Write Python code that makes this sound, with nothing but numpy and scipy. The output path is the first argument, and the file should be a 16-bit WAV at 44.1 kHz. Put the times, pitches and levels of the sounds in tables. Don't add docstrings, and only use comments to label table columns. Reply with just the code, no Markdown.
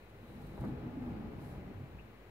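import sys
import numpy as np
from scipy import signal
from scipy.fft import rfft, irfft, next_fast_len
from scipy.io import wavfile
from scipy.ndimage import uniform_filter1d

SR = 44100
rng = np.random.default_rng(int(sys.argv[2]) if len(sys.argv) > 2 else 0)


def file_out(sig):
    cols = np.atleast_2d(sig).T
    lim = np.clip(cols, -1, 1)
    pcm = np.round(lim * 32767).astype(np.int16)
    wavfile.write(sys.argv[1], SR, pcm)


def voltage_ratio(level):
    return 10 ** (np.asarray(level, float) / 20)


N = 101429
T = np.arange(N) / SR
M = next_fast_len(N + SR // 4, True)
F = np.fft.rfftfreq(M, 1 / SR) + 1
LEFT_RIGHT = np.array([[1], [-1]])


def level(x, db):
    return x * voltage_ratio(db) / np.sqrt(np.mean(x ** 2))


def table(rows):
    rows = np.array(rows, float)
    return np.interp(np.log(F), np.log(rows[:, 0]), rows[:, 1])


def filt(x, gain):
    return irfft(rfft(x, M) * gain, M)[..., :N]


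def colour(x, rows):
    rolloff = np.sqrt(1 + (F / rows[-1][0] / 1.31) ** 8)
    return filt(x, voltage_ratio(table(rows)) / rolloff)


def ring(x, hz, t60):
    r = np.exp(-np.log(1000) / (t60 * SR))
    turn = 2 * np.pi * hz / SR
    return signal.lfilter([np.sin(turn)], [1, -2 * r * np.cos(turn), r * r], x)


def thuds(rows, rise):
    out = np.zeros(N)
    for start, db, hz, t60 in rows:
        since = np.clip(T - start, 0, None)
        envelope = (1 - np.exp(-since / rise)) * np.exp(-np.log(1000) * since / t60)
        out += 2 * voltage_ratio(db) * envelope * np.sin(2 * np.pi * hz * since)
    return out


def half_sine(start, length):
    return np.sin(np.pi * np.clip((T - start) / length, 0, 1))


def walk(rate):
    hold = int(SR / rate)
    steps = np.repeat(rng.standard_normal(N // hold + 1), hold)
    return 1.18 * uniform_filter1d(uniform_filter1d(steps, hold), hold)[:N]


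def wide(rows, alike):
    mid, side = rng.standard_normal((2, N))
    return colour(filt(mid, np.sqrt(1 + alike)) + filt(side, np.sqrt(1 - alike)) * LEFT_RIGHT, rows)


# (frequency [Hz], likeness [-1 to 1])
ALIKE = [(60, 0.98), (130, 0.97), (290, 0.86), (640, 0.66), (1410, 0.25), (3100, 0.37), (6820, -0.04),
         (15000, -0.02)]


def likeness():
    return np.clip(table(ALIKE), 0, 1)


def space(x, wet_db, t60):
    decay = np.exp(-np.log(1000) * T / t60) * (T > .002)
    tails = rng.standard_normal((2, N)) * decay
    mid, side = rfft(tails / np.sqrt(np.sum(tails[0] ** 2)), M)
    alike = likeness()
    common = np.sqrt((1 + alike) / 2) * (1 + voltage_ratio(wet_db) * mid)
    return filt(x, common + np.sqrt((1 - alike) / 2) * side * LEFT_RIGHT)


# (frequency [Hz], level [dB])
HISS = [(1880, -38), (3200, -12), (4060, 2), (4670, -9), (5260, -14.5), (5880, -22.5), (6850, -10),
        (8520, -10.5), (15600, -2.5)]


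def microphone_hiss():
    return level(wide(HISS, 0.), -74.5)


# (frequency [Hz], level [dB])
AIR = [(25, -18), (50, -1), (100, -4.5), (250, -17.5), (400, -5.5), (800, -14.5), (2500, -20.5),
       (5000, -36.5)]


def room_air():
    return level(wide(AIR, likeness()), -58.5)


# (frequency [Hz], level [dB])
HUM = [
    (50, -60.5),
    (100, -64.5),
]


def lamp_hum():
    return sum(voltage_ratio(db + 2.0 * walk(7.5)) * np.sin(2 * np.pi * hz * T) for hz, db in HUM)


# (frequency [Hz], level [dB])
CLOTH = [(2500, -22), (4000, 0), (6000, -4.5), (8500, -3.5), (10000, -2), (12000, -0.5), (13500, -3),
         (15500, -3.5)]
# (start [s], full [s], fading [s], end [s], level [dB])
SWISH = [
    (.0, .45, .67, 0.77, -77.5),
    (.99, 1.016, 1.1, 1.18, -81),
    (1.348, 1.447, 1.47, 1.65, -70.5),
]
# (time [s], level [dB])
CATCHES = [
    (.1, -74.5),
    (.36, -84),
    (.42, -80),
    (.47, -75),
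    (.61, -72.5),
    (.65, -78),
    (.68, -80),
]


def jacket():
    swell = np.zeros(N)
    for start, full, fading, end, db in SWISH:
        rub = np.interp(T, [start, full, fading, end], [0, 1, 1, 0])
        swell += voltage_ratio(db) * np.sin(np.pi / 2 * rub) ** 2
    swell *= voltage_ratio(1.0 * walk(41.1))
    catch_s, pan_db = .006, -5
    for time, db in CATCHES:
        swell += voltage_ratio(db) * np.exp(-((T - time) / catch_s) ** 2)
    return level(wide(CLOTH, 0.091), 0) * swell * voltage_ratio(LEFT_RIGHT / 2 * pan_db)


# (time [s], level [dB], frequency [Hz], length [s])
SQUEAKS = [
    (1.9865, -58, 2520, .004),
    (1.9865, -67, 1800, .002),
    (1.994, -59, 2760, .005),
    (2.0, -61, 2700, .004),
    (2.007, -68, 2600, .004),
]


def squeaks():
    return sum(2 * voltage_ratio(db) * half_sine(start, length) * np.sin(2 * np.pi * hz * (T - start))
               for start, db, hz, length in SQUEAKS)


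# (time [s], level [dB], floor mode [Hz], t60 [s])
STEPS = [
    (.59, -29.5, 64, 0.084),
    (.7, -49, 54.5, 0.43),
    (1.24, -43, 55, .3),
    (1.34, -42.5, 56.2, 0.2),
    (1.75, -46, 94.7, 0.37),
    (1.79, -47.5, 134, 0.43),
    (1.93, -45.5, 55, 0.29),
]


def shoes():
    return thuds(STEPS, rise=.015)


# (centre [Hz], width [Hz], level [dB])
SING = [
    (3910, 550, -78.5),
    (8640, 500, -90.5),
    (11940, 350, -86.5),
]


def runners():
    noise = rng.standard_normal((2, N))
    bands = sum(voltage_ratio(db) * np.sqrt(SR / width) / (1 + (2 * (F - hz) / width) ** 2) for hz, width, db in SING)
    speed = np.interp(T, [.1, .4, .68, .72], [0.27, 0.97, 1, .2])
    return filt(noise, bands) * speed * voltage_ratio(2.0 * walk(25))


# (time [s], level [dB], contact [ms])
KNOCKS = [
    (.578, -50, .6),
    (.639, -46, .4),
    (.645, -46, .4),
    (.653, -50, .5),
]
# (frequency [Hz], level [dB], t60 [s])
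TICK_MODES = [(412, 10.5, 0.035), (610, 3, 0.038), (760, 2, 0.024), (942, -2, 0.073), (1196, 2, 0.023),
              (1464, -7, 0.028), (1790, -9, 0.017)]


def knocks():
    push = np.zeros(N)
    for start, db, ms in KNOCKS:
        push += voltage_ratio(db) * half_sine(start, ms / 1000) / (ms / 1000 * SR)
    return 1.56 * sum(voltage_ratio(db) * ring(push, hz, t60) for hz, db, t60 in TICK_MODES)


# (time [s], level [dB], mode [Hz], t60 [s])
JOLTS = [(.21, -62, 239.6, 0.8), (.35, -54.5, 247, 0.8), (.44, -52, 145, 0.13), (.83, -46.5, 310.5, 0.254),
         (.85, -45, 241.3, 0.3), (.85, -49, 136, 0.15), (.93, -42, 263, 0.12), (.97, -34, 268.3, 0.086),
         (1.005, -42.5, 249.2, 0.37), (1.07, -41, 243, 0.27), (1.145, -42, 209.8, 0.33),
         (1.22, -46, 228.6, 0.3), (1.56, -48, 147, 0.17), (1.57, -53, 194.6, 0.4), (1.68, -53, 240.7, 0.24)]
# (time [s], level [dB], mode [Hz], t60 [s])
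JOINT = [
    (.573, -49, 290, .12),
    (.598, -42, 132, .3),
    (.61, -46, 180, .2),
    (.636, -41, 205, .25),
    (.663, -40, 248, .3),
    (.688, -47, 310, .2),
    (.715, -42, 138, .22),
]


def jolts():
    rise_s = 0.0041
    return thuds(JOLTS, rise_s) + thuds(JOINT, rise_s)


# (time [s], rolling level [dB])
ROLL = [(0, -70), (.18, -64.5), (.26, -59.5), (.47, -56.5), (.55, -55.5), (.65, -48.5), (.73, -52),
        (.8, -52), (.98, -55.5), (1.08, -50), (1.25, -52.5), (1.45, -54.5), (1.58, -54), (1.8, -59.5),
        (2.0, -63), (2.3, -73.5)]
# (frequency [Hz], level [dB], t60 [s])
DOOR = [(55, 0.5, .5), (72.4, -10, 0.24), (105.8, -17.5, 0.66), (134, -2, 1), (163.4, -5, .3),
        (202.3, 1.5, 0.64), (243, -0.5, 0.45), (288.5, -7, 0.66), (344, -4.5, 0.28), (435.5, -8, 0.15),
        (546, -11.5, 0.05), (638, -14.5, 0.44), (860, -8, 0.17), (1110, -27, 0.033)]
# (frequency [Hz], level [dB per Hz])
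TRACK = [(18, -45), (30, -17), (53, -4), (172, -4.5), (243, -4.5), (595, -15.5), (790, -16.5),
         (2300, -33.5), (5500, -49.5), (7150, -75), (12100, -120)]


def rolling():
    effort_db = np.interp(T, *np.array(ROLL, float).T)
    grit_per_s, grit_db, mode_wander_db = 3000, 1.5, 1.5
    hits = rng.random(N) < grit_per_s / SR
    grit = hits * rng.standard_normal(N) * voltage_ratio(grit_db * rng.exponential(size=N))
    grit = level(grit, 0) + 0.75 * rng.standard_normal(N)
    door = np.zeros(N)
    for hz, db, t60 in DOOR:
        door += voltage_ratio(db + mode_wander_db * walk(14.22)) * level(ring(grit, hz, 0.76 * t60), 0)
    track = level(colour(grit, TRACK), -2) * voltage_ratio(0.57 * walk(12.77))
    return voltage_ratio(effort_db) * level(door, 0.22) + track * voltage_ratio(effort_db + 8)


def scene():
    background = room_air() + lamp_hum()
    hits = space(jolts() + shoes(), -11.5, 0.16) + space(squeaks() + knocks(), -15, .03)
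    door = space(rolling(), wet_db=-12, t60=0.67)
    return background + jacket() + runners() + hits + door


def roll_off(x):
    return signal.sosfilt(signal.butter(12, 15700, fs=SR, output="sos"), x)


# (frequency [Hz], left minus right [dB])
PORTS = [(60, 0), (300, 0.8), (900, 0.5), (2300, 8.5), (4200, -2), (6500, 7), (9000, -4), (13000, .3)]


def record(dry):
    left_lag_s, low_hz, top_hz = .00011, 39.4, 15720
    lag = np.exp(-2j * np.pi * F * left_lag_s * np.array([[1], [0]]))
    ports = voltage_ratio(LEFT_RIGHT / 2 * table(PORTS)) * lag
    band = (F < top_hz) / np.sqrt(1 + (low_hz / F) ** 6)
    mix = filt(dry + microphone_hiss(), ports * band) - .0005
    return roll_off(mix)


dry = scene()
out = record(dry)
file_out(out)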